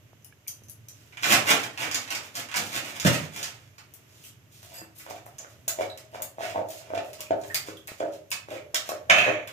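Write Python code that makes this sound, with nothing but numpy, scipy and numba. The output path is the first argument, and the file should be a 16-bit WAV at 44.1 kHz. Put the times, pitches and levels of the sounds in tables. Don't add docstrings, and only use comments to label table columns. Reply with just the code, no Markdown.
import sys
import numpy as np
from scipy import signal
from scipy.fft import rfft, irfft, next_fast_len
from scipy.io import wavfile
from scipy.ndimage import uniform_filter1d
from numba import njit

SR = 44100
rng = np.random.default_rng(int(sys.argv[2]) if len(sys.argv) > 2 else 0)


def store_wav(level_fs):
    pcm = np.round(np.clip(np.atleast_2d(level_fs), -1, 1) * 32767)
    wavfile.write(sys.argv[1], SR, pcm.T.astype(np.int16))


def rack_gain(trim_db):
    fader = np.asarray(trim_db, float)
    return 10 ** (fader / 20)


N = 419832
T = np.arange(N) / SR
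HZ = np.maximum(np.fft.rfftfreq(2 * next_fast_len((N + SR) // 2, True), 1 / SR), 1)


def read(table, hz):
    f, value = np.array(table).T
    return np.interp(np.log(hz), np.log(f), value)


def shape(x, gain):
    size = 2 * (len(HZ) - 1)
    return irfft(rfft(x, size) * gain, size)[..., :N]


# f/Hz, level/dB per Hz
COLOUR = [(59, -41), (100, 6.5), (182, -3), (262, 6), (376, 0), (456, 6.5), (564, 10.5), (829, 0.5),
          (983, -5), (2460, -2), (4120, -11), (7020, -9.5), (9670, -17.5), (15100, -13), (16500, -74)]


def band(lo_hz, hi_hz):
    edges = np.sqrt((1 + (lo_hz / HZ) ** 10) * (1 + (HZ / hi_hz) ** 10))
    gain = rack_gain(read(COLOUR, HZ)) / edges
    return gain / np.sqrt(np.mean(gain ** 2))


def ring(x, modes, damp, jitter=0.011):
    out = np.zeros(N)
    for mode_hz, db, t60_s in modes:
        decay = np.log(1000) / (np.clip(t60_s * damp, .005, 1) * SR)
        for f in (mode_hz, mode_hz * (1 + jitter)):
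            pole = np.exp(2j * np.pi * f / SR - decay)
            feedback = [1, -2 * pole.real, abs(pole) ** 2]
            out += rack_gain(db) * signal.lfilter([0, pole.imag], feedback, x + 1e-15)
    return out


@njit
def resonate(x, poles, latest):
    out, z = np.empty(len(x)), 0j
    for i in range(len(x)):
        out[i] = z.imag
        z = (z + x[i]) * poles[latest[i]]
    return out


def train(times_s, db, push_s, rough):
    x = np.full(N, 1e-15)
    np.add.at(x, (np.asarray(times_s) * SR).astype(int), rack_gain(db))
    keep = np.exp(-1 / (push_s * SR))
    x = signal.lfilter([np.sqrt(1 - keep ** 2)], [1, -keep], x)
    return x * (1 - rough + rough * rng.standard_normal(N)) if rough else x


def grit(rate_hz, spread_db):
    hits = rng.random(N) < rate_hz / SR
    x = hits * rng.standard_normal(N) * rack_gain(spread_db * rng.exponential(size=N))
    return x / x.std()


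def walk(rate_hz):
    k = int(SR / rate_hz)
    held = np.repeat(rng.standard_normal(N // k + 1), k)
    return uniform_filter1d(uniform_filter1d(held, k), k)[:N]


def curve(table):
    s, db = np.transpose(table)
    return np.interp(T, s, db, left=-150, right=-150)


def tone(db, bright, fall_db):
    place = np.array([[0], [.5], [1]])
    return db - 2 * fall_db * np.abs(place - np.clip(bright, 0, 1))


def contacts(table, push_s, rough, fall_db, offsets_db):
    s, db, bright = np.transpose(table)
    levels = tone(db, bright, fall_db) + np.array(offsets_db)[:, None]
    rows = []
    for level in levels:
        click = train(s, level, 1 / SR, 0)
        burst = train(s, level, push_s, 1.0)
        rows.append(np.sqrt(1 - rough) * click + np.sqrt(rough) * burst)
    return np.array(rows)


def treble(rows, edges_hz=((1000, 4000), (4100, 8300), (8300, 16500))):
    return shape(rows, np.array([band(lo, hi) for lo, hi in edges_hz])).sum(axis=0)


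def friction(levels, edges_hz, rate_hz, spread_db, flicker_db):
    slips = grit(rate_hz, spread_db) * rack_gain(flicker_db * walk(40))
    return sum(shape(slips * level, band(lo, hi)) for level, (lo, hi) in zip(levels, edges_hz))


def swells(s, length_s, db, rise):
    out = np.full((len(db), N), 1e-9)
    for start, span, gain in zip(s, length_s, rack_gain(db).T):
        part = slice(int(start * SR), int((start + span) * SR))
        u = (T[part] - start) / span
        out[:, part] += np.outer(gain, np.clip(np.minimum(u / rise, (1 - u) / (1 - rise)), 0, 1))
    return out


def pops(table):
    out, t = np.zeros(N), T[:SR // 8]
    for s, db, f, t60_s in table:
        pair = np.sin(2 * np.pi * f * t) + np.sin(2 * np.pi * f * 1.017 * t)
        fade = rack_gain(db - 60 * t / max(0.33 * t60_s, .005))
        out[int(s * SR):][:len(t)] += 1.8 * fade * pair
    return out


# f/Hz, correlation/1
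ALIKE = [(30, 0.24), (80, 1), (200, 0.77), (500, 0.62), (1000, 0.12), (3000, -0.077), (16000, 0.056)]


def ports(a, b):
    c = np.clip(read(ALIKE, HZ), -.99, .99)
    mid, side = shape(a, np.sqrt((1 + c) / 2)), shape(b, np.sqrt((1 - c) / 2))
    return np.array([mid + side, mid - side])


# f/Hz, level/dB per Hz
AIR = [(12, -44), (20, -12), (37, -25), (55, -22), (78, -2), (108, 7.5), (184, -8.5), (404, -11.5),
       (520, -18), (620, -12.5), (760, -20.5), (2890, -19), (4280, -28.5), (6530, -23.5), (9410, -36),
       (12500, -27), (15200, -36), (16500, -66)]
AIR_DB = -56


def air():
    x = shape(ports(*rng.standard_normal((2, N))), rack_gain(read(AIR, HZ)))
    bass = shape(x, 1 / (1 + (HZ / 300) ** 4))
    x = bass * rack_gain(2.5 * walk(5)) + (x - bass) * rack_gain(1.5 * walk(4))
    return x * rack_gain(AIR_DB) / x.std()


# f/Hz, t60/s
ROOM_T60 = [(100, 0.51), (500, 0.45), (2000, 0.31), (6000, 0.26), (14000, 0.19)]
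ROOM_DB, LAG_S = 10.5, 0.000321
DRIER_DB_OCT, DRIER_HZ = 3, 2700


def room():
    hz, s, wide = signal.stft(rng.standard_normal((2, SR)), SR, nperseg=256)
    fade = np.exp(-np.log(1000) * s / read(ROOM_T60, np.maximum(hz, 1))[:, None])
    fade /= np.sqrt(np.sum(fade ** 2, axis=1, keepdims=True) * SR * s[1])
    tails = signal.istft(wide * fade, SR, nperseg=256)[1]
    tails = tails * (1 - np.exp(-np.arange(SR + 60) / SR / .002))
    tails = rfft(ports(*tails), 2 * (len(HZ) - 1))
    lag = np.exp(-2j * np.pi * HZ * LAG_S * rng.uniform(.85, 1.25))
    wet = rack_gain(ROOM_DB - DRIER_DB_OCT * np.log2(np.maximum(HZ / DRIER_HZ, 1)))
    return (np.array([np.ones(len(HZ)), lag]) + wet * tails) / np.sqrt(1 + wet ** 2)


# t/s, peak/dB, f/Hz, t60/s
TICKS = [
    (.132, -49.5, 700, .008),
    (.325, -59.5, 1660, .12),
    (.325, -63, 2270, .12),
    (.468, -56, 2300, 0.13),
    (.484, -56, 2270, .12),
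    (.62, -53, 500, 0.025),
    (7.918, -35.5, 480, .008),
]


def phone_case():
    return pops(TICKS)


# t/s, peak/dB, brightness/0-1
CLINKS = [
    (.2229, -55, .55),
    (0.2457, -31, 0.93),
    (0.4753, -28, .98),
    (0.4802, -14, 0.81),
    (.636, -38, 0.78),
    (0.6843, -33.5, 0.72),
    (0.697, -28, 1),
    (0.885, -24.5, 0.73),
    (1.0624, -54, 1),
]
# f/Hz, level/dB, t60/s
BOX = [(3230, -13, 0.067), (5200, -22, 0.085), (5860, -2, 0.14), (6100, -1, 0.4), (6200, 6, 0.14),
       (7000, -7, 0.31), (8600, -24, 0.39), (8900, -30, 0.45), (10600, 0.5, 0.18), (11340, -2, 0.15),
       (13510, -27, 0.24)]


def box():
    s, db, bright = np.transpose(CLINKS)
    _, mid, high = tone(db, bright, 25.6)
    low_modes = [m for m in BOX if m[0] < 8000]
    high_modes = [m for m in BOX if m[0] > 8000]
    low_ring = ring(train(s, mid - 13, .00003, 0), low_modes, 0.47, jitter=0.0086)
    high_ring = ring(train(s, high - 14, .00003, 0), high_modes, 0.35, jitter=0.0041)
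    fingers = contacts(CLINKS, 0.0026, .99, 7.0, [-3, 7, 10])
    return low_ring + high_ring + treble(fingers, [(2600, 3500), (5000, 8300), (8300, 16500)])


# t/s, peak/dB, brightness/0-1
SLAPS = [(1.1246, -36, 0), (1.1715, -25.5, 0), (1.2147, -34, .02), (1.233, -9.5, 0.04), (1.4715, -13, 0),
         (1.776, -20, 0), (1.9133, -13.5, 0.19), (1.9454, -10, 0.31), (2.077, -24, 0.04),
         (2.1046, -14, 0.24), (2.1505, -15, 0.24), (2.3535, -17, 0.31), (2.4872, -25, 0.03),
         (2.5153, -21.5, 0), (2.5419, -13.5, 0), (2.999, -15, 0.28), (3.0489, -8.5, 0.02),
         (3.4291, -14, 0.36)]


def slaps():
    return treble(contacts(SLAPS, .011, 0.82, 10.3, [15, 16, 14]))


# t of full speed/s, level/dB, fade/dB per s, brightness/0-1
DRAGS = [(1.25, -23, 176, 0.14), (1.3, -27.5, 209, 0.12), (1.328, -28.5, 226.5, 0.12), (1.39, -45, 120, .1),
         (2.155, -35.5, 203, 0.17), (1.485, -20, 257, 0.08), (1.55, -31, 195, 0.1), (1.799, -32.5, 89, 0),
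         (1.96, -44, 200, 0.5), (2.109, -33, 166, 0.17), (2.359, -40, 136, 0.24), (2.565, -33, 78, 0.28),
         (2.65, -43, 100, 0.28), (2.732, -33.5, 61, 0.11), (3.063, -24.5, 126, 0.15),
         (3.339, -46, 104, 0.24), (3.43, -47, 102, 0.16)]
DRAG_RISE_DB_S, DRAG_FALL_DB = 565, 8
DRAG_BASS_DB, DRAG_BODY_DB = -12, -15.5


def drags():
    s, db, fade, bright = np.transpose(DRAGS)
    late = T - s[:, None]
    speed = rack_gain(np.minimum(DRAG_RISE_DB_S * late, -fade[:, None] * late))
    levels = np.vstack([db + DRAG_BASS_DB, db + DRAG_BODY_DB, tone(db, bright, DRAG_FALL_DB)])
    edges_hz = [(111, 406), (720, 990), (1070, 3250), (3460, 8300), (8460, 16600)]
    return friction(rack_gain(levels) @ speed, edges_hz, 1800, 2.7, 5.0)


# t/s, peak/dB
DOOR = [
    (3.051, -6.5),
    (3.083, -14.5),
]
# f/Hz, level/dB, t60/s
DOOR_MODES = [(103.6, -14, 1), (162, 6, 0.34), (201, 1, 0.84), (260, 2.5, 0.19), (316, -13, 0.55),
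              (538, -22, 0.2), (624, -16, 0.2), (668, -26, 0.89)]


def door():
    s, db = np.transpose(DOOR)
    panel = ring(train(s, db - 28.5, 0.00023, 0.089), DOOR_MODES, 0.31)
    return panel + shape(train(s, db + 11.5, 0.0037, 1.0), band(200, 2200))


# f/Hz, width/Hz, level/dB
TUMBLER = [(1830, 110, -1), (2670, 99, 1), (4890, 40, -1), (4600, 60, -5), (6770, 43, -6), (7980, 90, 4.5),
           (8400, 34, -6), (11400, 57, 0.5), (13000, 84, 2), (14100, 32, -13)]
# t/s, level/dB
SING = [
    (4.735, -53),
    (4.775, -50.5),
    (4.93, -95),
]
# t/s, peak/dB
TAPS = [
    (5.3836, -42),
    (5.88, -45),
    (5.896, -41),
    (6.1157, -48),
    (8.305, -35),
]


def tumbler_wall():
    wall = [(hz, db, np.log(1000) / (np.pi * width_hz)) for hz, width_hz, db in TUMBLER]
    s, db = np.transpose(TAPS)
    slide = grit(900, 2.0) * rack_gain(curve(SING) - 24)
    return ring(slide + train(s, db - 16, .0002, 1), wall, 1.2, jitter=.003)


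# f/Hz, level/dB, t60/s
CLATTER = [(1740, -9, 5.0), (2260, -2, 5.0), (2514, 5.5, 5.0), (2580, 9.5, 5.0), (2657, 6, 5.0),
           (3060, 2.5, 1.7), (3300, -7, 1.7)]
# f/Hz, level/dB, t60/s
CLATTER_TOP = [(6100, -5, .03), (6400, 3, 0.027), (6960, -1.5, 0.024)]
# t/s, peak/dB
CLATTER_HITS = [
    (9.0987, -1.5),
    (9.1075, -3.5),
    (9.1851, -7),
    (9.199, -13.5),
    (9.221, -17),
    (9.247, -7),
    (9.2878, -27),
    (9.319, -31),
]
# t/s, level/dB
SLIDE = [
    (9.09, -117),
    (9.0985, -10),
    (9.115, -20.5),
    (9.28, -27),
    (9.46, -54),
]
# f/Hz, level/dB per Hz
SLIDE_COLOUR = [(350, -53), (600, 0.5), (661, 1), (812, -17), (1570, -11), (1730, -0.5), (1980, -8.5),
                (2500, -2.5), (3350, -9), (4580, -20.5), (5120, -44), (5800, -19), (7200, -21.5),
                (8270, -52), (16000, -83)]


def utensil():
    s, db = np.transpose(CLATTER_HITS)
    rattle = grit(2500, 2.5) * rack_gain(curve(SLIDE))
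    push = train(s, db - 22.5, .0001, 0.59) + rattle * rack_gain(-42.5)
    rings = ring(push, [(hz, d, .3) for hz, d, _ in CLATTER], 0.18)
    rings += ring(train(s[:2], db[:2] - 19.0, .00004, 0.81), CLATTER_TOP, 0.59)
    colour = rack_gain(read(SLIDE_COLOUR, HZ))
    return rings + shape(rattle, colour / np.sqrt(np.mean(colour ** 2)))


# t/s, peak/dB, f/Hz, t60/s
POPS = [(4.24, -43, 2900, .02), (4.26, -46, 3240, 0.02), (8.757, -26, 3230, 0.053),
        (8.76, -29, 3700, 0.047), (8.57, -44, 2270, 0.14), (7.5, -35, 1790, 0.13), (5.9, -40, 3900, 0.12),
        (5.387, -41, 6150, 0.16), (5.387, -39.5, 6900, 0.16), (5.682, -22.5, 6900, .06),
        (7.547, -25.5, 4650, 0.046), (7.555, -30, 2090, 0.042), (5.82, -36.5, 2260, 0.09),
        (7.26, -45, 2500, .1), (7.77, -45, 3320, 0.063), (8.316, -27.5, 2550, 0.094),
        (.247, -60, 2900, 0.12), (.481, -52, 3100, 0.16), (7.195, -43.5, 1050, 0.04),
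        (8.893, -34.5, 1104, 0.078)]


def bubbles():
    return pops(POPS)


# t/s, peak/dB, brightness/0-1
BOUNCES = [(0.57, -38, 0.8), (1.2417, -0.5, 0), (1.2552, -11, 0), (1.9471, -7, 0.64), (2.5592, -6, 0.5),
           (2.883, -29, 0.1), (3.441, -15, 0.37), (3.07, 2.5, 0.15), (8.327, -16, 0.5), (5.695, -18, .8),
           (8.765, -9.5, 0.74), (5.684, -8.5, 1), (8.756, -8, 0.35), (7.556, -8, 0.9), (8.305, -20, 0.95)]
SMACK_S, SMACK_ROUGH = .007, .78


def bounces():
    return treble(contacts(BOUNCES, SMACK_S, SMACK_ROUGH, 11.3, [5, 6, 5]))


# t/s, peak/dB, brightness/0-1
SMACKS = [(3.782, -27, 0.26), (3.9383, -29.5, 0.98), (4.985, -29, 1), (4.9978, -29.5, 0.32),
          (5.1004, -24.5, 0.66), (5.2606, -35.5, 1.), (5.3835, -27.5, 0.64), (5.68, -7, 0.82),
          (5.9752, -24, 0.7), (6.2214, -15, 1.), (6.687, -29, 0.82), (6.705, -23.5, 0.8),
          (7.132, -23.5, 0.67), (7.206, -16, 0.73), (7.414, -32, 0.6), (7.4366, -29, 0.3),
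          (7.545, -4.5, 0.7), (7.7707, -34.5, 0.8), (7.8732, -21, 0.86), (8.0012, -26, 0.25),
          (8.3161, -8.5, 0.62), (8.7454, -6, 0.47), (8.891, -15, 0.73), (9.0992, -2.5, 0.01),
          (9.4744, -31.5, 1)]


def smacks():
    return treble(contacts(SMACKS, SMACK_S, SMACK_ROUGH, 10.96, [17, 11, 11]))


# t/s, peak/dB
SCUFFS = [
    (6.415, -29.5),
    (6.5596, -42),
    (6.953, -30.5),
    (6.9778, -26),
    (7.308, -30),
    (7.679, -38),
    (7.8796, -30),
    (8.3178, -26),
    (9.4748, -30.5),
]


def scuffs():
    return treble(contacts([(s, db, 0) for s, db in SCUFFS], 0.0065, 0.49, 11.6, [17, 17, 11]))


# t/s, length/s, level/dB, brightness/0-1
STROKES = [(0.92, 0.22, -61, 0.56), (4.046, 0.23, -58, 0.57), (4.233, 0.074, -49, 0.9),
           (4.492, 0.33, -52.5, 0.66), (4.682, 0.2, -52.5, 0.13), (4.946, 0.13, -49.5, 0.9),
           (5.042, 0.16, -46, 0.09), (5.256, 0.045, -62, 0.5), (5.381, 0.12, -56.5, 0.2),
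           (5.482, 0.1, -54.5, 0.56), (5.768, 0.12, -38.5, 0.09), (5.97, 0.19, -61, 0.23),
           (6.109, 0.17, -46, 0), (6.365, 0.24, -44, 0.02), (6.538, 0.089, -50, 0.02),
           (6.662, 0.18, -44.5, 0.65), (6.817, 0.35, -51.5, 0), (7.013, 0.12, -53.5, 0.8),
           (7.182, 0.045, -46.5, 0.17), (7.35, 0.33, -52.5, 0.8), (7.641, 0.12, -47.5, 0.3),
           (7.859, 0.16, -50, 0.4), (8.031, 0.13, -55, 0.1), (8.11, 0.076, -44, 0.44),
           (8.473, 0.13, -42.5, 0), (8.839, 0.14, -45.5, 0.24), (9.102, 0.25, -43, 0.47),
           (9.472, 0.035, -47, 0.06)]


def flecks():
    s, length_s, db, _ = np.transpose(STROKES)
    effort = swells(s, np.minimum(1.45 * length_s, T[-1] - s), db[None], 0.36)[0]
    out, u = np.zeros(N + 512), np.arange(512)
    for place, pitch, cycles, size in rng.random((1500, 4)):
        i = int(place * N)
        hz = np.clip(3000 * 2 ** (3 * (pitch - .5)), 500, 12000)
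        turns, life = u * hz / SR, 2 + 4 * cycles
        glide = 1 + .4 * turns / life / 2
        chirp = np.sin(2 * np.pi * turns * glide) * np.exp(-3 * turns / life)
        out[i:i + 512] += effort[i] * rack_gain(-7 - 12 * size) * chirp
    return out[:N]


# t/s, length/s, level/dB
GRINDS = [
    (6.53, 0.13, -27.5),
    (7.297, 0.08, -37),
    (7.424, 0.05, -41),
    (7.997, 0.11, -29.5),
    (8.51, .1, -30),
    (5.8, 0.056, -41),
    (6.199, 0.025, -48),
    (9.267, 0.058, -25.5),
]
RUB_DB, RUB_LOSS_DB, WET_FALL_DB = 7, 22.5, 7.5


def mashing():
    s, length_s, db, bright = np.transpose(STROKES)
    rub_db = db + RUB_DB - RUB_LOSS_DB * bright
    rub, *wet = swells(s, length_s, np.vstack([rub_db, tone(db, bright, WET_FALL_DB)]), 0.25)
    s, length_s, db = np.transpose(GRINDS)
    rub = rub + swells(s, length_s, db[None], 0.053)[0]
    return friction(wet, [(1000, 3500), (3500, 8000), (8000, 16500)], 2500, 3.0, 5.5), rub


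# t/s, peak/dB, ring centre/Hz, low modes/dB
KNOCKS = [(4.63, -47, 683, 4), (4.817, -28.5, 260, 4), (5.065, -38, 624, -2), (5.109, -21.5, 740, 8),
          (5.265, -33.5, 827.6, 3), (5.401, -45, 598, -1), (5.447, -38.5, 566, 1), (5.679, -25.5, 650, -7),
          (5.706, -33, 706, -6), (5.788, -16, 604, 8), (5.81, -13.5, 621, 2), (5.942, -53, 654, 2),
          (6.148, -23.5, 695, -9), (6.203, -37, 614, -5), (6.384, -24.5, 693, 10), (6.408, -20.5, 672, -1),
          (6.435, -19.5, 693, -19), (6.559, -11, 685, -10), (6.58, -15, 647, -7), (6.816, -36, 668, 1),
          (6.904, -23, 634, 10), (6.936, -13, 686, 8), (6.976, -17, 668, 2), (7.0, -17.5, 648, 9),
          (7.085, -30.5, 598, -11), (7.308, -7, 672, 14.5), (7.332, -16, 661, 13), (7.686, -18, 463, 3),
          (7.887, -41, 647, -9), (8.005, -17.5, 595, 7), (8.029, -18.5, 580, 4), (8.486, -20, 430, -3),
          (8.518, -24, 511, -15), (8.544, -24, 494, -10), (8.742, -25.5, 625, 0), (8.795, -34, 584, -6),
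          (8.892, -16, 654, -18), (8.919, -17, 570, -3.5), (9.102, -19, 640, -20), (9.18, -21.5, 668, 7),
          (9.242, -29, 634, -2), (9.266, -9.5, 538, -10), (9.281, -8, 567, -6), (9.291, -7, 559, -6),
          (9.318, -20, 573, -8)]
# f/Hz, level/dB, t60/s
PAN = [(198, 4, 0.092), (320, -8.5, 0.58), (407.8, -12, 0.42), (487.5, -16.5, 0.26), (549, -11, 0.16),
       (588.4, -9, 0.33), (640.7, -2, 0.33), (691, -7.5, 0.22), (772, -15.5, 0.093), (872, -8, 0.2)]
# t/s, ring time share/1, two lowest modes/dB, crack/dB
PRESSES = [(0, .8, 0, 0), (4.8, 0.38, 1, -6), (5.05, 0.5, 4, 0), (5.25, .7, -1, -1.5), (5.67, .8, -12, -1),
           (5.78, 0.38, -12, -0.5), (6.14, 0.33, -6, -4), (6.38, 0.79, -5, -3), (6.55, 0.95, 7, -3.5),
           (6.81, 0.82, -4, -5.5), (6.97, .6, -8, -5), (7.3, 0.65, -5, -3.5), (7.68, 0.54, 0, -6.5),
           (7.88, .7, 0, -5), (8.0, 0.79, -1.5, -4), (8.48, 0.57, -10, -14), (8.74, .5, -6, -3),
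           (8.89, 0.49, -2, -5), (9.1, 0.61, 0, -4), (9.26, 0.59, 4, -2)]
LOAD_HZ, LOAD_SLOPE, LOW_HZ = 640, 0.4, 430
SLOSH_HZ, SLOSH_DEPTH = 7, 0.019
CRACK_DB, CRACK_SLOPE = 6.5, 0.63
THUMP_HZ, THUMP_DB, THUMP_T60_S, THUMP_PUSH_S = 101, -53.5, 0.37, 0.00054


def pan(rub):
    s, db, hz, low_db = np.transpose(KNOCKS)
    latest = np.clip(np.searchsorted(s, T + .002) - 1, 0, None)
    slips = grit(600, 2.0) * rub * rack_gain(-28) * (T > s[0] - .02)
    presses = np.transpose(PRESSES)
    _, share, deep_db, crack_db = presses[:, np.searchsorted(presses[0], s) - 1]
    steps = np.arange(0, N, 128)
    now = latest[steps]
    scatter_db = 2.0 * rng.standard_normal((len(s), len(PAN)))
    out = 0
    for k, (mode_hz, mode_db, t60_s) in enumerate(PAN):
        low = mode_hz < LOW_HZ
        octaves = np.abs(np.log2(mode_hz / hz))
        place_db = low * low_db + (k < 2) * deep_db
        knocks = train(s, db - 18.5 - 21 * octaves + place_db + scatter_db[:, k], 0.000088, 0.23)
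        push = rack_gain(mode_db) * (knocks + slips * rack_gain(-18 * octaves + place_db)[latest])
        rate = np.log(1000) / (np.clip(share, .1, 2) * t60_s)
        for twin in (1, 1.006):
            loaded_hz = twin * mode_hz * (hz / LOAD_HZ) ** (LOAD_SLOPE * (not low))
            slosh_hz = SLOSH_HZ * twin ** 20 * (1 + k / 20)
            slosh = 1 + SLOSH_DEPTH * (not low) * np.sin(2 * np.pi * slosh_hz * T[steps] + 2 * k)
            poles = np.exp((2j * np.pi * loaded_hz[now] * slosh - rate[now]) / SR)
            out = out + resonate(push, poles, np.arange(N) // 128)
    out = shape(out, 1 / np.sqrt(1 + (260 / HZ) ** 6))
    thump = train(s, db + THUMP_DB, THUMP_PUSH_S, 0)
    out += ring(thump, [(THUMP_HZ, 0, THUMP_T60_S)], 1.0, jitter=0.052)
    crack = train(s, CRACK_SLOPE * db + CRACK_DB + crack_db, 0.0007, 0.6)
    return out + shape(crack, band(910, 1640))


PAN_NEAR_DB, PAN_FAR_DB = -8.5, -2
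MOVE_S = .12


def scene():
    squelch, rub = mashing()
    vessel = shape(pan(rub), 1 / np.sqrt(1 + (80 / HZ) ** 8))
    dry = box() + slaps() + drags() + door() + tumbler_wall() + utensil() + bubbles()
    dry += bounces() + smacks() + scuffs() + squelch + rack_gain(PAN_FAR_DB) * vessel
    dry = shape(dry, 1 / np.sqrt(1 + (88 / HZ) ** 14))
    dry += flecks()
    close = rack_gain(PAN_NEAR_DB) * np.array([vessel, np.roll(vessel, int(LAG_S * SR))])
    out = air() + close + phone_case()
    turn = T / MOVE_S / 3
    for k in range(3):
        away = np.clip(3 * np.abs((turn + k / 3) % 1 - .5), 0, 1)
        out = out + shape(dry * np.cos(np.pi / 2 * away), room())
    return out


def low_pass(x):
    return signal.sosfilt(signal.butter(12, 16960, fs=SR, output="sos"), x)


# f/Hz, level/dB
LEFT_RIGHT = [(60, -2), (110, -1.5), (200, -3.5), (380, 1), (700, -1), (1290, -2), (2380, -6), (4400, -5.5),
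              (8120, -5), (11000, 17), (15000, 13)]
TOP_HZ = 15950


def record(dry):
    tilt_db = read(LEFT_RIGHT, HZ) / 2
    left, right = rack_gain(tilt_db), rack_gain(-tilt_db)
    mix = np.tanh(shape(dry, np.array([left, right]) * 2 / (left + right)))
    mix = shape(mix, np.exp(-np.minimum(HZ / TOP_HZ, 2) ** 60))
    return low_pass(mix)


dry = scene()
out = record(dry)
store_wav(out)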